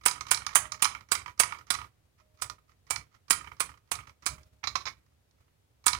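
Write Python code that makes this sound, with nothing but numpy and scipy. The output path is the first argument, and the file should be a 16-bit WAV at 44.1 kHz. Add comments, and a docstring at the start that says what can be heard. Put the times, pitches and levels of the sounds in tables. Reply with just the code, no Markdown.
"""A workshop, close over the bench: hands hold a seatbelt retractor and tug its webbing again and again.
At each tug the slack drags in, the pawl ticks onto the ratchet and the steel frame locks with a snap;
then the spool bounces, and rattles as the faintly humming spring draws the webbing back.
The belt is let go and its loose end clunks on the bench before one last tug. It is all heard with a
short room echo, through two microphone ports, the left one muffled, and a noise gate."""
import sys
import numpy as np
from scipy import signal
from scipy.fft import rfft, irfft
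from scipy.io import wavfile
from scipy.ndimage import uniform_filter1d

SR = 44100
rng = np.random.default_rng(int(sys.argv[2]) if len(sys.argv) > 2 else 0)


def transcribe(signal):
    """Save signal, clipped to [-1, 1], as a 16-bit WAV file at the path in sys.argv[1]."""
    frames = np.atleast_2d(signal).T
    limited = np.clip(frames, -1, 1)
    pcm = np.round(limited * 32767).astype(np.int16)
    wavfile.write(sys.argv[1], SR, pcm)


N = 264159
RING = 16384  # samples for a hit or an echo to ring out
USUAL_FORCE_DB = -20  # an ordinary tug


def amp(db):
    """Decibels to gain."""
    return 10 ** (np.asarray(db) / 20)


def unit_rms(x):
    """Scales to rms 1."""
    return x / np.sqrt(np.mean(x ** 2) + 1e-20)


def curve(points, hz):
    """Joins (f/Hz, value) points on a log-frequency axis."""
    f, value = np.transpose(points)
    return np.interp(np.log(hz + 1), np.log(f + 1), value)


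def add(mix, s, sound):
    """Mixes a sound in at time s."""
    part = mix[max(0, round(s * SR)):][:len(sound)]
    part += sound[:len(part)]


def colour(points):
    """The causal frequency response of an EQ curve (f/Hz, level/dB)."""
    log_gain = np.log(amp(curve(points, abs(np.fft.fftfreq(RING, 1 / SR)))))
    return np.exp(np.conj(signal.hilbert(log_gain)))[:RING // 2 + 1]


def through(x, response):
    """Passes a long sound through a frequency response."""
    return signal.oaconvolve(x, irfft(response))[:N]


def noise(points):
    """Steady noise of rms 1, shaped by an EQ curve (f/Hz, level/dB)."""
    gain = amp(curve(points, np.fft.rfftfreq(N, 1 / SR)))
    return unit_rms(irfft(rfft(rng.standard_normal(N)) * gain, N))


def swell(start_s, rise_s, hold_s, fade_s):
    """Attack, hold and release envelope; the hold counts from the start."""
    out, t = np.zeros(N), np.arange(SR) / SR
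    add(out, start_s, np.minimum(t / rise_s, 1) * np.exp(-np.maximum(t - hold_s, 0) / fade_s))
    return out


# Low bed of hands and bench: f/Hz, level/dB
RUMBLE_EQ = [(20, -34), (40, -21), (68, 3), (82, -2.5), (98, 0), (130, -5.5), (190, -16.5), (300, -20),
             (700, -42)]
def handling(grip_db=-55, landing_db=-55):
    """The hands rumble all the time, swelling after each tug and as the belt end lands."""
    jolts = [(s, db) for s, *_, db in BELT_TUGS] + [(END_HITS[0][0], landing_db)]
    power = sum((amp(db) * swell(s, rise_s=.07, hold_s=.11, fade_s=.05)) ** 2 for s, db in jolts)
    return np.sqrt(amp(grip_db) ** 2 + power) * noise(RUMBLE_EQ)


# Tone of the housing, the light hollow spool, the bright cover and the steel on top: f/Hz, level/dB
HOUSING_EQ = [(100, -28), (300, -15.5), (650, -12.5), (950, -3), (1300, -0.5), (1750, -4), (2250, -1.5),
              (2800, -7), (3500, -10), (4600, -37.5)]
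SPOOL_EQ = [(100, -34.5), (300, -29), (700, -26), (880, -6.5), (1050, -3), (1300, 2.5), (1550, -12.5),
            (1900, -4.5), (2250, -3.5), (2650, -13), (3100, -11.5), (4600, -41.5)]
COVER_EQ = [(2500, -24.5), (3600, -4.5), (4300, -1.5), (5100, 0), (6200, -2), (6900, -4.5), (8500, -33)]
STEEL_EQ = [(5500, -27.5), (7000, -4), (8000, -3), (8900, -4.5), (9600, 0.5), (10600, -9.5), (11500, -17.5),
            (13000, -20.5), (14000, -15.5), (15400, -16.5), (16300, -27.5)]
# The retractor's metallic ring: f/Hz, t60/s, level/dB over the broad tone
RETRACTOR_MODES = [(980, 0.08, -3), (1137, 0.081, -3), (1230.5, .09, 1.5), (1430, 0.14, -0.5),
                   (2326, 0.19, 0), (3127, .05, -4), (3946, 0.024, -4), (4915, 0.059, -6),
                   (5230, .07, -2.5), (5670, .06, -6.5), (6260, .08, 3.5), (7920, .05, -0.5),
                   (7980, 0.066, -4), (8800, 0.092, -1), (9380, 0.035, -6.5), (9660, .045, -0.5),
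                   (11100, 0.14, -6)]
def body(low_eq, modes=RETRACTOR_MODES):
    """An object to strike: its low, middle and high responses, and its modes."""
    return [colour(eq) for eq in (low_eq, COVER_EQ, STEEL_EQ)], np.array(modes)


def resonances(modes, drift=0.0065):
    """The ring of one blow: each contact point favours other modes, and the grip detunes them."""
    hz, t60, db = modes.T[:, :, None]
    hz = hz * (1 + drift * rng.standard_normal(hz.shape))
    off_tune = (np.fft.rfftfreq(RING, 1 / SR) - hz) * (2 * np.pi * t60 / np.log(1000))
    peaks = rng.uniform(.2, 2.6, hz.shape) * amp(db) / (1 + off_tune ** 2)
    return 1 + peaks.sum(0) - 1j * (peaks * off_tune).sum(0)


def strike(struck, levels_db, hold_s, fade_s, rise_s, low_lag):
    """A burst of tiny contacts rings each part of a body; levels are rms over the first 10 ms."""
    parts, modes = struck
    ringing = resonances(modes)
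    out = np.zeros(RING)
    for part, db, slowness in zip(parts, levels_db, (low_lag, 1, 1)):
        t = np.arange(RING // 4) / SR / slowness  # the low part starts and dies at its own pace
        envelope = (1 - np.exp(-t / rise_s)) * np.exp(-np.maximum(t - hold_s, 0) / fade_s)
        chatter = envelope * rng.standard_normal(len(t))
        ring = irfft(rfft(chatter, RING) * part * ringing)
        out += amp(db) * ring / np.sqrt(np.mean(ring[:SR // 100] ** 2))
    return out


# The spool hits its stops and bearings: t/s, level/dB, hardness/dB (cover over spool)
SPOOL_HITS = [(0.01, -45, -8.5), (0.082, -27.5, 3.5), (0.1107, -33.5, 4), (0.2076, -32, -1.5),
              (0.2663, -40.5, -3), (0.283, -43, -4), (0.3448, -35.5, 11), (0.3727, -35.5, 2),
              (0.4648, -28, 1), (0.719, -31.5, 2.5), (0.844, -24, 3.5), (0.8523, -20, -5),
              (0.9484, -31.5, -16), (1.0067, -43.5, -6), (1.1513, -27.5, -1), (1.259, -34.5, -15.5),
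              (1.279, -39.5, -17), (1.433, -23.5, -6), (1.5213, -28.5, -17.5), (1.585, -44.5, -5),
              (1.74, -31.5, -1.5), (1.748, -30, -4.5), (1.7864, -35.5, -20), (1.814, -36, -20),
              (2.4972, -34, -1.5), (2.581, -46, -31), (2.9592, -31.5, 1.5), (3.328, -28, -1),
              (3.407, -40, -25), (3.4429, -43.5, -12), (3.4714, -39, -20), (3.515, -38, -21),
              (3.7733, -47.5, -8.5), (3.953, -40.5, 2.5), (3.987, -38, -26), (4.0338, -47.5, -14),
              (4.0693, -44, -7), (4.0926, -50, -2.5), (4.379, -46.5, -22.5), (4.4313, -57, 6.5),
              (5.062, -56.5, -4.5), (5.118, -60, -10.5), (5.309, -70, 15.5), (5.478, -55, -23.5),
              (5.8799, -23, 4.5), (5.931, -28.5, 3.5), (5.948, -29.5, -9)]
def knocks(spool, steel_db=-11):
    """Knocks, snatches, rebounds and rattles ring the spool; hard ones reach the cover and steel."""
    out = np.zeros(N)
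    for s, db, hardness_db in SPOOL_HITS + snatches() + rebounds() + rattles():
        levels_db = db + np.array([0, hardness_db, hardness_db + steel_db])
        add(out, s, strike(spool, levels_db, hold_s=.0015, fade_s=.003, rise_s=.00077, low_lag=1.5))
    return amp(-1) * out


def take_ups(usual_s=0.027, s_per_db=.0021):
    """Slack drags in before each lock, more slowly on a gentle tug: rows of t/s, length/s, level/dB."""
    s, _, force_db, _, db, *_ = np.transpose(BELT_TUGS)
    length_s = usual_s + s_per_db * (USUAL_FORCE_DB - force_db)
    return list(zip(s - length_s, length_s, db))


def snatches(hardness_db=-1.5):
    """The belt snatches with a dry tick as each take-up starts: rows for knocks()."""
    return [(s, db - 0.5, hardness_db) for s, _, db in take_ups()]


# The webbing scuffs its guide as the grip changes: t/s, length/s, level/dB
GUIDE_SCUFFS = [(2.178, 0.034, -49), (2.678, 0.051, -51), (3.114, 0.051, -48), (5.381, .06, -59.5)]
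def webbing(spool, grains_per_s=5000, spread_db=2, lurch_db=3):
    """Sliding webbing feeds a fine, lurching rustle into spool and cover on take-up, recoil and scuff."""
    grains = rng.standard_normal(N) * amp(spread_db * np.minimum(rng.exponential(1, N), 4))
    grains *= rng.random(N) < grains_per_s / SR
    grains *= amp(lurch_db * noise([(1, 0), (50, 0), (120, -60), (300, -100)]))
    parts, _ = spool
    hollow, bright = (unit_rms(through(grains, part)) for part in parts[:2])
    take_up = sum(amp(db) * swell(s, .011, length_s, .005) for s, length_s, db in take_ups())
    recoil = sum(amp(db) * swell(s, .03, length_s, .02) for s, *_, length_s, db, _ in BELT_TUGS)
    scuff = sum(amp(db) * swell(s, .0056, length_s, .0073) for s, length_s, db in GUIDE_SCUFFS)
    drag = amp(-1.5) * (hollow + amp(-7) * bright) * take_up
    slide = (amp(-3) * hollow + amp(-11) * bright) * (recoil + scuff)
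    return drag + slide


# One cue a tug: lock t/s, pawl lead/s, force/dB, extra cover ring/dB, take-up level/dB,
# recoil length/s, recoil level/dB, hand shake level/dB
BELT_TUGS = [(0.0595, 0.0051, -19, -1, -44.5, .24, -52.5, -65),
             (0.3123, 0.0034, -19.5, -1, -45, .22, -50.5, -59.5),
             (0.5545, 0.0048, -17, -3, -48, 0.25, -55.5, -52.5),
             (0.8228, 0.0027, -21, -1, -47.5, 0.22, -60, -65.5),
             (1.1175, 0.0026, -22, 1, -47.5, .2, -53.5, -65),
             (1.3984, 0.0043, -18, 2, -46.5, 0.22, -53, -56),
             (1.7035, 0.0017, -24.5, 4, -47.5, 0.15, -56.5, -54),
             (2.4194, 0.0048, -29.5, 0, -52, .17, -79, -60),
             (2.906, .005, -26, -1.5, -49.5, .14, -56.5, -52.5),
             (3.3054, 0.006, -19, 1, -46, .19, -57, -55),
             (3.6029, 0.0053, -24.5, -2.5, -51, .14, -56.5, -51),
             (3.9156, 0.0036, -27, -3, -57.5, 0.21, -57.5, -54),
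             (4.2626, 0.005, -26.5, 2, -46, .13, -63.5, -45.5),
             (5.8646, .0046, -19, -3.5, -46.5, 0.063, -45, -49.5)]
def snaps(frame):
    """The pawl ticks onto a tooth, then the spool slams against it; hard tugs bring out the steel."""
    out = np.zeros(N)
    for s, lead_s, force_db, ring_db, *_ in BELT_TUGS:
        excess_db = force_db - USUAL_FORCE_DB
        tick_db = -24 + 1.15 * excess_db + np.array([-14, -11, -2])
        lock_db = [-20 + 1.02 * excess_db,  # housing
                   -23.5 + 0.77 * excess_db + ring_db,  # cover
                   -15.5 + 1.3 * excess_db]  # steel
        add(out, s - lead_s, strike(frame, tick_db, hold_s=.002, fade_s=.0097, rise_s=.0003, low_lag=1))
        add(out, s, strike(frame, lock_db, hold_s=.0014, fade_s=.0076, rise_s=.00044, low_lag=1.15))
    return amp(0.16) * out


def rebounds(count=2, first_gap_s=0.022, gap_ratio=.62, first_db=-13, loss_db=8.5, hardness_db=-7.5):
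    """After each lock the spool bounces on the pawl, ever quicker and weaker: rows for knocks()."""
    rows = []
    for s, _, force_db, *_ in BELT_TUGS:
        gaps_s = first_gap_s * gap_ratio ** np.arange(count) * rng.uniform(.8, 1.2, count)
        times = s + np.cumsum(gaps_s)
        rows += [(at, force_db + first_db - loss_db * k, hardness_db) for k, at in enumerate(times)]
    return rows


def rattles(count=8, start_s=0.068, per_s=33, fade_db_per_s=25, spread_db=3, hardness_db=-17):
    """The recoiling spool rattles unevenly, dying down as it slows: rows for knocks()."""
    rows = []
    for s, *_, length_s, recoil_db, _ in BELT_TUGS:
        ages = np.cumsum(rng.uniform(.5, 1.5, count)) / per_s
        levels_db = recoil_db + 12 - fade_db_per_s * ages + spread_db * rng.standard_normal(count)
        rows += [(s + start_s + age, db, hardness_db)
                 for age, db in zip(ages, levels_db) if start_s + age < length_s]
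    return rows


# Soft twangs of the spring: t/s, level/dB
SPRING_TWANGS = [(.56, -52.5), (2.2, -54.5), (4.3, -55.5)]
def spring(hz=619, t60=1.4):
    """The coiled return spring hums one faint, fading note for half a second."""
    out, t = np.zeros(N), np.arange(SR // 2) / SR
    note = np.sin(2 * np.pi * hz * t) * signal.windows.tukey(len(t), .1)
    for s, db in SPRING_TWANGS:
        add(out, s, amp(db - 60 * t / t60) * note)
    return out


# The dead ring of the belt's end fitting: f/Hz, t60/s, level/dB over the broad tone
FITTING_MODES = [(1116, 0.011, 4.5), (1260, 0.022, -7.5), (2240, 0.0086, 1), (3930, 0.0087, 8.5),
                 (5100, 0.012, 1.5)]
# Its clunks on the bench: t/s, low level/dB, middle level/dB, high level/dB
END_HITS = [(4.63, -39, -61, -77), (4.6378, -29, -34.5, -76), (4.6713, -27.5, -25, -50),
            (4.7541, -21, -25.5, -44.5), (4.806, -58, -44.5, -64.5), (4.8539, -36, -33.5, -65),
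            (4.865, -32.5, -36, -65), (4.873, -32, -36, -68), (4.881, -40, -39, -60)]
def belt_end():
    """The fitting on the loose end drops on the bench, bounces and skids."""
    out, fitting = np.zeros(N), body(HOUSING_EQ, FITTING_MODES)
    for s, *levels_db in END_HITS:
        add(out, s, strike(fitting, levels_db, hold_s=.0013, fade_s=.009, rise_s=.00077, low_lag=.82))
    return amp(-0.5) * out


# Decay of the room: f/Hz, t60/s
ECHO_DECAY = [(200, 0.4), (700, 0.37), (1700, 0.4), (4600, 0.27), (9000, 0.23), (15000, 0.1)]
# Tone of its echo: f/Hz, level/dB
ECHO_EQ = [(200, -11.5), (1200, -10.5), (4500, -10), (9000, -9.5), (15000, -4.5)]
def workshop(x, count=3, echoes_per_s=5000, sway_hz=.45):
    """Short echoes off bench and walls; the tails crossfade as the hands move."""
    t = np.arange(RING) / SR
    taps = rng.standard_normal((count, RING)) * (rng.random((count, RING)) < echoes_per_s / SR)
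    taps *= np.clip(t / 0.0022 - 1, 0, 1)  # pre-delay, then fade in
    hz, age, spectra = signal.stft(taps, SR, nperseg=256)
    t60 = curve(ECHO_DECAY, hz)[:, None]
    spectra = spectra / np.sqrt(t60) * amp(-60 * age / t60)
    spectra /= np.sqrt(np.sum(signal.istft(spectra, SR)[1] ** 2) / count)  # unit mean energy
    tails = signal.istft(spectra * amp(curve(ECHO_EQ, hz))[:, None], SR)[1]
    turn = 2 * np.pi * sway_hz * np.arange(N) / SR
    sends = [np.sqrt(2 / count) * np.cos(turn + np.pi * k / count) for k in range(count)]
    return sum(signal.oaconvolve(x * send, tail)[:N] for send, tail in zip(sends, tails))


# Faint steady hiss: f/Hz, level/dB
HISS_EQ = [(30, 11), (250, 10), (500, 10), (1000, 3.5), (2500, 0.5), (6000, -4), (11000, -6.5),
           (16000, -9.5)]
# The muffled left port against the right: f/Hz, level/dB
LEFT_PORT_EQ = [(60, -3), (200, -5), (400, -11), (700, -11.5), (1300, -16.5), (2400, -21.5), (4400, -26.5),
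                (8000, -41.5), (15000, -36.5)]
def scene(left_delay_s=.0001, shared_echo=0.12):
    """The mechanism reaches the right port clearly and the left one late and dull, both over hiss."""
    frame, spool = body(HOUSING_EQ), body(SPOOL_EQ)
    direct = snaps(frame) + knocks(spool) + belt_end() + webbing(spool) + spring()
    echo = workshop(direct)
    rumble = handling()
    left_echo = shared_echo * echo + np.sqrt(1 - shared_echo ** 2) * workshop(direct)
    left = amp(-60) * noise(HISS_EQ)
    add(left, left_delay_s, through(direct + left_echo + rumble, colour(LEFT_PORT_EQ)))
    right = direct + echo + rumble + amp(-61) * noise(HISS_EQ)
    return np.array([left, right])


def gate(x, open_db=-47, range_db=9, depth_db=14, release_s=0.06):
    """Turns everything down whenever the sound stays quiet; opens at once, shuts slowly."""
    detector = signal.lfilter([1], [1, -np.exp(-1 / (0.0054 * SR))], (x ** 2).mean(0))
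    detector *= 1 - np.exp(-1 / (0.012 * SR))  # sensitivity
    opened = np.clip((10 * np.log10(detector + 1e-12) - open_db) / range_db + 1, 0, 1)
    fall = np.arange(N) / (release_s * SR)
    opened = np.maximum.accumulate(opened + fall) - fall
    return x * amp(depth_db * (uniform_filter1d(opened, size=128) - 1))


def record(dry, ceiling=.85, edge_hz=16100):
    """Noise gate, soft overload just under full scale, then the band limit."""
    gated = gate(dry)
    clipped = gated / (1 + (gated / ceiling) ** 6) ** (1 / 6)
    lowpass = signal.firwin(255, edge_hz, window=("kaiser", 8), fs=SR)
    return signal.oaconvolve(clipped, lowpass[None], "same")


dry = scene()
out = record(dry)
transcribe(out)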